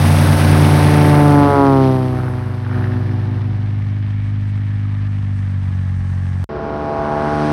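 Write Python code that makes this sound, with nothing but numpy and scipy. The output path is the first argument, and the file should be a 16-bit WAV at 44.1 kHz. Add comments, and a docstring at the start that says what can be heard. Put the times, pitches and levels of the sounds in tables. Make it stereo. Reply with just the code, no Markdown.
"""A single-engine plane rolls past at take-off power: blade and exhaust harmonics over chopped turbulent noise,
gliding down in pitch by the Doppler effect. Its tailpipes bark and crackle as resonators as it draws away.
A second engine drones nearby as a pulse series, opens up and throttles back, over distant field noise.
After an abrupt cut and near-silence another plane approaches from far off, its harmonics and noise growing.
All is heard through two closely spaced microphone ports, as frequency-dependent phase and level differences."""
import sys
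import numpy as np
from scipy import signal
from scipy.fft import rfft, irfft, next_fast_len
from scipy.io import wavfile
from scipy.ndimage import map_coordinates

SR = 44100
rng = np.random.default_rng(int(sys.argv[2]) if len(sys.argv) > 2 else 0)


def to_wav(sig):
    """Store sig (one row per channel, or 1-D mono) as 16-bit WAV at the path in sys.argv[1].

    Samples outside -1..1 are clipped; the rate is SR.
    """
    pcm = np.clip(np.atleast_2d(sig), -1, 1) * 32767
    pcm = np.round(pcm).astype(np.int16)
    wavfile.write(sys.argv[1], SR, pcm.T)  # frames by channels


N = 331632

# Harmonic levels are relative: each series is later scaled to rms 1.
# Lower buzz of the propeller. Each row: multiple of blade rate, level in dB.
BUZZ = [(4, 5), (5, 5), (6, 5.5)]
# Bright edge of the buzz, thrown sideways from the blade tips. Each row: multiple of blade rate, level in dB.
EDGE = [(7, -2), (8, -4.5), (9, -7), (10, -10), (11, -17), (12, -22.5), (13, -28), (14, -25.5), (15, -26.5),
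        (16, -32)]
# Exhaust of unequal cylinders. Each row: multiple of shaft rate, level in dB.
EXHAUST = [(1.5, 5), (2, -5), (2.5, -23), (3.5, -18), (4, -1.5), (4.5, 8.5), (5, -6), (6.5, -5), (7.5, 9),
           (8.5, -5), (9.5, -7.5)]
# Upper growl of the exhaust, heard from ahead. Each row: multiple of shaft rate, level in dB.
GROWL = [(10.5, -1.5), (11.5, -2.5), (12.5, -11.5), (13.5, -3), (14.5, -0.5), (16.5, -3.5), (17.5, -11)]
# How each part of the passing plane carries. Each row: level abeam in dB, dB gained straight ahead and lost
# straight behind, dB lost per doubling of distance on the way in, the same on the way out, dB of tail swell.
PASS_PARTS = {"blade tone": (-12.5, 7, 5, 5.5, 5), "second harmonic": (-14, 7.5, 10, 15.5, 17),
              "third harmonic": (-16, 12.5, 21, 12, 11.5), "buzz": (-19, 11, 12.5, 12, 8),
              "edge": (-26, 12, 17.5, 10, 9), "exhaust": (-16.5, 11, 12.5, 9.5, 9.5),
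              "growl": (-36.5, 12.5, 2, 7, 11.5), "wash": (2.05, 3.8, 1.6, 10.7, 4.9),
              "rasp": (-8, 9, 1.33, 7, 6.5), "hiss": (-14.5, 3.5, -2, 17.5, 8)}
# Level changes of single parts: dips and flares around abeam, and late rises near the cut, blending with the
# drone's harmonics. Each row: part, centre in seconds, half width in seconds, change in dB.
PASS_ACCENTS = [("blade tone", 1.55, 0.16, -13.5), ("second harmonic", 1.525, 0.04, -16),
                ("third harmonic", 1.46, 0.37, -5.5), ("third harmonic", 1.87, 0.14, 2),
                ("buzz", 1.9, 0.089, 1.7), ("edge", 1.65, 0.28, 4.8), ("exhaust", 1.63, 0.45, -8),
                ("exhaust", 2.07, 0.23, 2.1), ("wash", 1.83, 0.41, -12.5), ("rasp", 1.44, 0.54, -6),
                ("hiss", 1.72, 0.47, -10), ("rasp", 0.92, 0.2, 1.5), ("rasp", 1.84, 0.076, 4.6),
                ("wash", 2.13, 0.17, 3.5), ("third harmonic", 6.14, 0.44, 17.2), ("buzz", 7.5, .55, 7),
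                ("hiss", 6.3, .13, 8)]
# Air rush of the passing plane. Each row: frequency in Hz, density in dB per Hz before the register levels.
PASS_AIR = [(30, -63), (60, -56.5), (130, -49.5), (280, -53), (450, -57), (800, -55), (1300, -57),
            (1800, -58), (2400, -60.5), (3600, -64.5), (5600, -64), (9000, -60.5), (13400, -65.5),
            (16000, -72)]
# Exhaust roar repeats with every engine cycle, air turbulence does not.
# Each row: frequency in Hz, share of the rush's power that repeats (0 to 1).
PASS_REPEATS = [(200, 0.23), (600, 0.35), (1500, 0.33), (3000, 0.12), (6000, 0.036)]
# Abeam the blades chop the wash harder. The row: half width in seconds, extra depth in dB.
ABEAM_SLAP = (.4, 4)
# The sound swells when the tail turns to the listener. The row: attack, hold and release in seconds.
TAIL_SWELL = (0.12, 0.63, 0.7)
# Burst of crackle as that swell starts. The row: attack, hold and release in seconds.
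CRACKLE_BURST = (0.05, 0.24, 0.9)
# Tailpipe resonances. Each row: centre in Hz, width in Hz, relative level in dB.
TAILPIPES = [(864, 140, -4), (1410, 500, 1.5), (1740, 210, 9.5)]
# Hard firings of the near cylinder bank bark out. Each row: time in seconds, peak of the ring in dB, ring in Hz.
BARKS = [(2.1298, -26, 1240), (2.1718, -27, 1630), (2.1881, -24, 1340), (2.2014, -24, 1440),
         (2.2343, -24, 1360), (2.2507, -25, 1370), (2.2663, -26, 1450), (2.2818, -22, 1440),
         (2.3119, -29, 1700), (2.3371, -26, 1380), (2.3844, -29, 1420), (2.4254, -28, 1570),
         (2.5375, -29, 1260), (2.6481, -28, 1630), (2.6651, -21, 1330), (2.6973, -28, 1530),
         (2.7138, -22, 1410), (2.7296, -26, 1340), (2.7454, -24, 1530), (2.7612, -25, 1340),
         (2.7763, -25, 1650), (2.7932, -26, 1700), (2.8100, -24, 1360), (2.8246, -25, 1710),
         (2.8421, -22, 1720), (2.8575, -25, 1430), (2.8728, -26, 1730), (2.9212, -27, 1690),
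         (2.9383, -27, 1650), (3.0935, -29, 1710)]
# Bands of the roar that swell and fade.
# Each row: centre in seconds, half width in seconds, centre in Hz, width in Hz, peak in dB.
ROAR_SWELLS = [(0.45, 0.22, 1560, 280, -34), (0.85, .25, 412, 90, -31.5), (0.98, 0.41, 2060, 800, -31.5),
               (2.79, .1, 950, 450, -42.5), (3.25, .3, 815, 250, -47), (3.33, .15, 1740, 250, -55),
               (4.8, 0.44, 1760, 240, -50), (4.92, 0.19, 1226, 170, -48), (6.1, .25, 1720, 200, -53)]
# Note level of the droning engine. Each row: time in seconds, level in dB.
DRONE_DB = [(0.0, -15.5), (0.07, -10.5), (0.18, -13.5), (0.21, -12), (0.3, -11.5), (0.38, -16),
            (0.47, -11.5), (1.48, -21), (1.72, -27), (2.63, -23), (2.78, -18.5), (5.8, -18.5),
            (6.43, -19.5)]
# Its note. Each row: multiple of engine speed, relative level in dB.
DRONE_ORDERS = [(1.5, -31.5), (2, 1.5), (6, -27.5), (7, -46.5), (8, -40.5), (10, -48), (12, -42), (16, -41)]
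# Its lope from uneven firing. Each row: multiple of engine speed, then dB against the note at first,
# with the throttle open, and throttled back.
DRONE_LOPE = [(1, -40.5, -19, -20), (3, -11, -15, -9), (4, -17.5, -16, -13.5), (5, -10, -17.5, -19)]
# The throttle opens, then closes. Each row: middle in seconds, easing time in seconds, change of speed in Hz.
THROTTLE = [(1.85, .5, 4.72), (5.47, .21, -5.0)]
# Metallic buzz of its firings, throttle open and throttled back. Each row: frequency in Hz, level in dB per line.
DRONE_BUZZ_OPEN = [(350, -89), (700, -66.5), (1000, -77.5), (1270, -62), (1450, -73), (1750, -66),
                   (2000, -70.5), (2240, -59), (2550, -71), (2800, -69.5), (4500, -83.5), (12000, -118)]
DRONE_BUZZ_BACK = [(250, -85.5), (370, -65.5), (460, -61.5), (550, -66.5), (830, -53), (1000, -75),
                   (1110, -60), (1470, -67), (1660, -54), (1850, -60), (2100, -66.5), (2600, -74.5),
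                   (4500, -84.5), (12000, -118)]
# The open-throttle buzz flares once. The row: centre in seconds, half width in seconds, change in dB.
DRONE_FLARE = (4.22, 0.1, 4)
# Distant engine noise over the field. Each row: frequency in Hz, density in dB per Hz before the register levels.
FIELD_AIR = [(25, -78.5), (50, -53), (110, -59), (200, -73.5), (330, -77.5), (500, -81), (800, -75.5),
             (1200, -78), (1450, -80), (1750, -74), (2050, -79), (2600, -85), (4800, -94), (8000, -90),
             (11000, -108), (15000, -128)]
# Its register levels. Each row: dB at the start, dB at the cut, bow in dB at half way.
FIELD_RUSH = {"wash": (0, 3.4, -2), "rasp": (-14, 0.33, 6.9), "hiss": (0, 0.67, -8.5)}
# Hum to edge of the approaching plane. Each row: multiple of one bank's firing rate, relative level in dB.
NEXT_ORDERS = {"hum": [(1, -11), (2, 0.5), (3, -0.5), (4, 0)], "growl": [(5, -2), (6, -1.5)],
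               "buzz": [(7, -9), (8, -7.5), (9, 1.5)], "twang": [(10, -9), (11, 2), (12, -10), (13, -6)],
               "edge": [(14, -3), (15, 1.5), (16, -9.5), (17, -12), (18, -18), (19, -5.5), (20, -6.5),
               (22, -11)]}
# Their growth as it nears. Each row: dB at first, dB at the end, bow in dB at half way.
NEXT_TONES = {"hum": (-31, -16, -4.5), "growl": (-31.5, -26.5, 0), "buzz": (-32, -23, 3.3),
              "twang": (-38, -27, 7.4), "edge": (-38.5, -28, 1.7)}
# Firing rate of one bank. The row: Hz at first, Hz at the end, bow in Hz at half way.
NEXT_BANK_HZ = (73.9, 74.65, -.33)
# Its air rush. Each row: frequency in Hz, density in dB per Hz before the register levels.
NEXT_AIR = [(30, -77), (60, -48), (130, -53), (350, -56), (500, -60), (800, -58.5), (1400, -66.5),
            (2100, -76), (3600, -85.5), (6000, -84.5), (9000, -89), (13400, -112)]
# Its register levels. 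Each row: dB at first, dB at the end, bow in dB at half way.
NEXT_RUSH = {"wash": (-1.4, 0.48, 0.22), "rasp": (-2.3, 9.1, -1.5), "hiss": (-17, 4.2, 0)}
# Its roar repeating with the engine cycle. Each row: frequency in Hz, share of power that repeats (0 to 1).
NEXT_REPEATS = [(150, 0.034), (400, 0.34), (900, 0.59), (1500, 0.46), (3000, 0.23), (6000, .1)]
# Its roar climbs in pitch as it nears.
# Each row: centre in seconds, half width in seconds, centre in Hz, width in Hz, peak in dB.
NEXT_SWELLS = [(6.63, .12, 402, 120, -33.5), (7.08, 0.22, 860, 280, -30.5), (7.24, 0.24, 1340, 500, -35),
               (7.45, .13, 4200, 2400, -48)]
# Centres in Hz of the noise registers wash, rasp and hiss.
RUSH_HZ = [746, 3020, 7340]
# Phase between the microphone ports. Each row: frequency in Hz, radians by which the left leads.
PORT_PHASE = [(20, 0), (300, -.08), (600, -.4), (900, -.62), (1400, -.1), (2500, .65), (3300, .1),
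              (4480, .75), (5080, .05), (6000, 1.3), (7250, 3.14), (10000, 6.2), (11000, 6.4), (13400, 9.4),
              (16000, 12.4)]
# Level between the ports, for runway and field. Each row: frequency in Hz, left over right in dB.
RUNWAY_BALANCE = [(60, -1), (380, 3), (540, -6), (720, 0), (1250, -5), (1900, -0.5), (3200, -1),
                  (9000, -0.6)]
FIELD_BALANCE = [(60, -0.5), (170, 1.7), (350, 5.5), (650, 0.5), (1250, -1.5), (1800, 13), (2700, -2),
                 (9000, 0)]
# Likeness of the noise at the ports, for runway and field. Each row: frequency in Hz, correlation (0 to 1).
RUNWAY_LIKENESS = [(200, 0.91), (1000, 0.79), (3000, 0.94), (6000, 0.94), (14000, 0.87)]
FIELD_LIKENESS = [(150, 0.94), (500, 0.076), (2000, 0.56), (9000, 0.89)]

# passing plane: blade rate at the source (three blades and three firings per shaft turn), and its straight run
BLADE_HZ, SPEED_M_PER_S, MISS_M, ABEAM_S, SOUND_M_PER_S = 135.17, 33.6, 14.5, 1.744, 343
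TAIL_S = 2.655  # the tail turns to the listener
# behind the plane the edge turns ragged: its spread, and the time to get there
RAGGED_DB, RAGGED_ONSET_S = 3.5, 0.3
# decay of a pop; steady crackle and the rise of its burst
POP_S, CRACKLE_STEADY_DB, CRACKLE_BURST_DB = 0.0008, -62, 18.5
# a bark's rise, and its gas noise: band, level against the ring
BARK_RISE_S, BARK_SPIT_HZ, BARK_SPIT_DB = 0.001, (700, 2400), -11
DRONE_IDLE_HZ = 46.15  # speed before the throttle opens
CUT_S, RESUME_S, CUTOFF_HZ = 6.442, 6.490, 15850

TIME = np.arange(N) / SR
SIZE = next_fast_len(N + 4096, real=True)
BINS = np.arange(SIZE // 2 + 1) * SR / SIZE


def from_db(db):
    """Amplitude ratio is ten to the power of decibels over twenty."""
    return 10 ** (np.asarray(db) / 20)


def at_bins(points):
    """Spectral curves are joined linearly on a logarithmic frequency axis."""
    hz, value = np.transpose(points)
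    return np.interp(np.log(BINS + 1), np.log(hz), value)


def to_time(spectrum):
    """The inverse Fourier transform returns a spectrum to samples."""
    return irfft(spectrum, SIZE)[..., :N]


def bump(s, width_s, change_db):
    """A Gaussian in time gives a smooth, brief change of level (dB)."""
    return change_db * np.exp(-((TIME - s) / width_s) ** 2)


def arc(start_s, end_s, first, last, bow):
    """A straight ramp plus a parabola bows gently from one value to another."""
    part = np.clip((TIME - start_s) / (end_s - start_s), 0, 1)
    return first + (last - first) * part + bow * (1 - (2 * part - 1) ** 2)


def drift(rate):
    """Low-passed random noise of spread 1 wanders about rate times a second."""
    step = 40  # samples between computed values
    r = np.exp(-80 * np.pi * rate / SR)
    noise = rng.standard_normal(N // step + 2002)
    slow = signal.lfilter([1], [1, -2 * r, r * r], noise)[2000:]  # settled part
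    return np.interp(np.arange(N) / step, np.arange(len(slow)), slow / slow.std())


def turns(hz, wobble):
    """Phase is the integral of frequency: cycles run through by a slightly unsteady engine."""
    return np.cumsum(hz * (1 + wobble * drift(8.2))) / SR


def partials(cycles, orders, flutter_db, flutter_rate, smear, stagger=0):
    """Fourier series of a pulse, rms 1: lows trail highs, and turbulent air shakes each line."""
    out = np.zeros(N)
    shake = flutter_db * np.log(10) / 20  # radians matching the level flutter
    for order, db in orders:
        order = np.round(2 * order) / 2
        # holding back the odd orders splits each pulse into two of unlike shape
        lag = smear * np.log(order) + stagger * (order % 2)
        phase = 2 * np.pi * (order * cycles - lag)
        gain = from_db(db + flutter_db * drift(flutter_rate))
        out += gain * np.cos(phase + shake * drift(flutter_rate))
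    return out / out.std()


def firings(cycles, rough_db):
    """A pulse train: one click per cycle, each with its own strength."""
    fires = np.diff(np.floor(cycles), prepend=0) > 0
    return fires * from_db(rough_db * np.clip(rng.standard_normal(N), -2, 2))


def chop(cycles, depth_db, rough_db):
    """Amplitude modulation once per cycle, by an uneven amount; rms 1."""
    gain = from_db(depth_db * np.cos(2 * np.pi * cycles) + rough_db * drift(71))
    return gain / np.sqrt(np.mean(gain ** 2))


def looped(cycles, size=1780, count=66, order=3):
    """Periodic noise comes round with every engine cycle; low down it leaves out every third line."""
    lines = rfft(rng.standard_normal(size))
    lines[:count + 1:order] = 0  # the strong lines stand here
    loop = irfft(lines, size)
    # the factor makes up for the lines removed at the low end, and lifts the rest equally
    return map_coordinates(loop, [cycles % 1 * size], order=1, mode="grid-wrap") * np.sqrt(3 / 2)


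def ports(spectrum, balance):
    """Two spaced ports hear a sound with frequency-dependent phase and level differences."""
    half = from_db(at_bins(balance) / 2) * np.exp(1j * at_bins(PORT_PHASE) / 2)
    pair = np.array([half, 1 / half])
    power = np.mean(abs(pair) ** 2, axis=0)
    return to_time(spectrum * pair / np.sqrt(power))


def rush(air, levels, balance, likeness, engine=None, repeats=None):
    """Filtered, partly correlated noise in three overlapping registers (wash, rasp, hiss), each at its level (dB).

    Given an engine's cycles, a share of the noise repeats with them."""
    alike, registers = np.clip(at_bins(likeness), 0, 1), []
    shares = np.array([at_bins(list(zip(RUSH_HZ, row))) for row in np.eye(len(RUSH_HZ))])
    shares = shares / np.linalg.norm(shares, axis=0)  # powers add up to one
    colours = from_db(at_bins(air)) * np.sqrt(SR / 2) * shares
    for colour, level_db in zip(colours, levels):
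        mid, side = rfft(rng.standard_normal((2, SIZE)))
        if repeats:
            locked = np.clip(at_bins(repeats), 0, 1)
            mid = np.sqrt(1 - locked) * mid + np.sqrt(locked) * rfft(looped(engine), SIZE)
        pair = np.sqrt((1 + alike) / 2) * mid + np.sqrt((1 - alike) / 2) * side * [[1], [-1]]
        registers.append(from_db(level_db) * ports(colour * pair, balance))
    return registers


def field(blade, drone):
    """Amplitude-modulated noise: far rumble and rasp pulse with the droning engine, the rasp with the propeller too."""
    levels_db = [arc(0, CUT_S, *row) for row in FIELD_RUSH.values()]
    wash, rasp, hiss = rush(FIELD_AIR, levels_db, FIELD_BALANCE, FIELD_LIKENESS)
    throb = chop(drone, depth_db=1.0, rough_db=1.7)
    pulsing = (wash + rasp * chop(blade, depth_db=2.0, rough_db=1.5)) * throb
    return pulsing + hiss * from_db(1.3 * drift(12.0))


def drone_buzz(cycles, hz, colour, smear=2.5):
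    """A dispersive filter: two firings per turn rattle the exhaust, lows trail highs, and the breeze sways the level."""
    # scaled so that the colour sets the level of each line
    clicks = firings(2 * cycles, rough_db=2.0) * SR / (2 * hz * np.sqrt(2))
    pipe = from_db(at_bins(colour)) * np.exp(-2j * np.pi * smear * np.log(BINS + 1))
    return to_time(rfft(clicks, SIZE) * pipe) * from_db(1.0 * drift(2.3))


def droning_engine():
    """Harmonic synthesis of a dull exhaust note and faint buzz; the throttle sets speed, lope and buzz colour."""
    moves = [1 / (1 + np.exp((s - TIME) / ease_s)) for s, ease_s, _ in THROTTLE]
    opened, closed = moves
    hz = DRONE_IDLE_HZ + sum(move * change_hz for move, (_, _, change_hz) in zip(moves, THROTTLE))
    cycles = turns(hz, wobble=0.0005)
    note = partials(cycles, DRONE_ORDERS, flutter_db=0.0, flutter_rate=2.3, smear=0.745)
    for order, first_db, open_db, back_db in DRONE_LOPE:
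        db = first_db + (open_db - first_db) * opened + (back_db - open_db) * closed
        lope = partials(cycles, [(order, 0)], flutter_db=1.0, flutter_rate=14.0, smear=0.704)
        note += from_db(db) * lope
    flare = from_db(bump(*DRONE_FLARE))
    buzz = (opened - closed) * flare * drone_buzz(cycles, hz, DRONE_BUZZ_OPEN)
    buzz += closed * drone_buzz(cycles, hz, DRONE_BUZZ_BACK)
    level_db = np.interp(TIME, *np.transpose(DRONE_DB))
    return ports(rfft(from_db(level_db) * note + buzz, SIZE), FIELD_BALANCE), cycles


def roar_swells(swells, cycles):
    """Band-passed noise: narrow, whistly bands of the roar come and go, pulsing with the engine."""
    out = np.zeros(N)
    for s, width_s, hz, width_hz, db in swells:
        edges_hz = [hz - width_hz / 2, hz + width_hz / 2]
        narrow = signal.butter(2, edges_hz, "band", fs=SR, output="sos")
        noise = signal.sosfilt(narrow, rng.standard_normal(N))
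        out += from_db(db) * bump(s, width_s, 1) * noise / noise.std()  # the bump serves as a gain here
    return ports(rfft(out * chop(cycles, depth_db=2.5, rough_db=1.6), SIZE), RUNWAY_BALANCE)


def approaching_plane():
    """Staggered pulse series: two banks of three cylinders fire in turn, a distant engine with a nasal buzz."""
    hz = arc(RESUME_S, N / SR, *NEXT_BANK_HZ)
    air_db = [arc(RESUME_S, N / SR, *row) for row in NEXT_RUSH.values()]
    bank = turns(hz, wobble=0.0006)
    tones = np.zeros(N)
    for part, orders in NEXT_ORDERS.items():
        lines = partials(bank, orders, flutter_db=1.3, flutter_rate=7, smear=0.794, stagger=0.31)
        tones += from_db(arc(RESUME_S, N / SR, *NEXT_TONES[part])) * lines
    engine = bank / 3  # three firings of a bank per engine cycle
    wash, rasp, hiss = rush(NEXT_AIR, air_db, RUNWAY_BALANCE, RUNWAY_LIKENESS, engine, NEXT_REPEATS)
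    air = wash * chop(2 * bank, depth_db=0.5, rough_db=1.6)
    air += (rasp + hiss) * chop(2 * bank, depth_db=0.5, rough_db=0.5)
    return ports(rfft(tones, SIZE), RUNWAY_BALANCE) + air + roar_swells(NEXT_SWELLS, 2 * bank)


def tail_swell(attack_s, hold_s, release_s):
    """A linear envelope from 0 to 1 and back, from the moment the tail faces the listener."""
    since = TIME - TAIL_S
    rise = since / attack_s
    fall = 1 - (since - attack_s - hold_s) / release_s
    return np.clip(np.minimum(rise, fall), 0, 1)


def exhaust_crackle(blade):
    """Resonance excited by pulses: each firing pops and rings the pipes, bursting out as the tail faces the listener."""
    pops = firings(blade, rough_db=2.2)
    decay = np.exp(-1 / (POP_S * SR))
    puffs = signal.lfilter([1], [1, -decay], pops + 1e-18) * rng.standard_normal(N)
    rung = np.zeros(N)
    for hz, width, db in TAILPIPES:
        pipe = signal.butter(3, [hz - width / 2, hz + width / 2], "band", fs=SR, output="sos")
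        rung += from_db(db) * signal.sosfilt(pipe, puffs)
    level_db = CRACKLE_STEADY_DB + CRACKLE_BURST_DB * tail_swell(*CRACKLE_BURST)
    return ports(rfft(from_db(level_db) * rung / rung.std(), SIZE), RUNWAY_BALANCE)


def exhaust_barks():
    """A damped ring: each hard firing sounds the tailpipe briefly with a spit of gas noise."""
    out, since = np.zeros(N), np.arange(600) / SR
    envelope = (since / BARK_RISE_S * np.exp(1 - since / BARK_RISE_S)) ** 2
    gas = signal.butter(4, BARK_SPIT_HZ, "band", fs=SR, output="sos")
    for s, db, hz in BARKS:
        spit = signal.sosfilt(gas, rng.standard_normal(len(since)))
        start = int((s - BARK_RISE_S) * SR)
        sound = np.sin(2 * np.pi * hz * since) + from_db(BARK_SPIT_DB) * spit / spit.std()
        out[start:start + len(since)] += from_db(db) * envelope * sound
    return ports(rfft(out, SIZE), RUNWAY_BALANCE)


def fly_by():
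    """Doppler effect, directivity and spreading give the blade rate (Hz) and each part's level (dB)."""
    to_go = SPEED_M_PER_S * (ABEAM_S - TIME)
    distance = np.hypot(to_go, MISS_M)
    facing = to_go / distance  # 1 straight ahead of the plane, -1 straight behind
    doublings = np.log2(distance / MISS_M)
    swell, levels = tail_swell(*TAIL_SWELL), {}
    for part, (abeam_db, ahead_db, in_db, out_db, swell_db) in PASS_PARTS.items():
        spreading_db = np.where(to_go > 0, in_db, out_db) * doublings
        levels[part] = abeam_db + ahead_db * facing - spreading_db + swell_db * swell
    for part, s, width_s, change_db in PASS_ACCENTS:
        levels[part] = levels[part] + bump(s, width_s, change_db)
    return BLADE_HZ / (1 - facing * SPEED_M_PER_S / SOUND_M_PER_S), levels


def passing_plane():
    """Rotating-source harmonics: blade tones, exhaust orders and chopped air follow one Doppler-shifted shaft."""
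    hz, level = fly_by()
    blade = turns(hz, wobble=0.00068)
    shaft = blade / 3
    smear = 0.827
    tones = np.zeros(N)
    for order, part in enumerate(["blade tone", "second harmonic", "third harmonic"], start=1):
        line = partials(blade, [(order, 0)], flutter_db=0.77, flutter_rate=6.5, smear=smear)
        tones += from_db(level[part]) * line
    buzz = partials(blade, BUZZ, flutter_db=0.8, flutter_rate=14, smear=smear)
    tones += from_db(level["buzz"]) * buzz
    ragged_db = RAGGED_DB * np.clip((TIME - ABEAM_S) / RAGGED_ONSET_S, 0, 1) * drift(70)
    edge = partials(blade, EDGE, flutter_db=0.8, flutter_rate=14, smear=smear)
    tones += from_db(level["edge"] + ragged_db) * edge
    exhaust = partials(shaft, EXHAUST, flutter_db=2.8, flutter_rate=1.8, smear=3.1)
    tones += from_db(level["exhaust"]) * exhaust
    growl = partials(shaft, GROWL, flutter_db=1.5, flutter_rate=5, smear=3.1)
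    tones += from_db(level["growl"]) * growl

    air_db = [level["wash"], level["rasp"], level["hiss"]]
    engine = shaft / 2  # two shaft turns per engine cycle
    wash, rasp, hiss = rush(PASS_AIR, air_db, RUNWAY_BALANCE, RUNWAY_LIKENESS, engine, PASS_REPEATS)
    slap_db = bump(ABEAM_S, *ABEAM_SLAP)
    air = wash * chop(blade, depth_db=0.5 + slap_db, rough_db=1.7)
    air += rasp * chop(blade, depth_db=1.1, rough_db=1.7)
    air += hiss * chop(blade, depth_db=0.6, rough_db=1.0)
    return ports(rfft(tones, SIZE), RUNWAY_BALANCE) + air, blade


def scene():
    """Superposition of sources: two passes with a moment of near-silence between them."""
    plane, blade = passing_plane()
    hum, drone = droning_engine()
    first = plane + roar_swells(ROAR_SWELLS, blade) + exhaust_crackle(blade) + exhaust_barks()
    first += hum + field(blade, drone)
    second = approaching_plane() * np.clip((TIME - RESUME_S) / 0.003, 0, 1)
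    floor = from_db(-90) * rng.standard_normal((2, N))
    return first * (TIME < CUT_S) + second + floor


def record(dry):
    """Band limiting and soft saturation: the microphone drops the deepest bass, peaks round off, the top is cut."""
    thin = signal.sosfilt(signal.butter(4, 43, "high", fs=SR, output="sos"), dry)
    held = thin / (1 + thin ** 8) ** (1 / 8)
    return signal.sosfilt(signal.ellip(12, 0.1, 90, CUTOFF_HZ, fs=SR, output="sos"), held)


dry = scene()
out = record(dry)
to_wav(out)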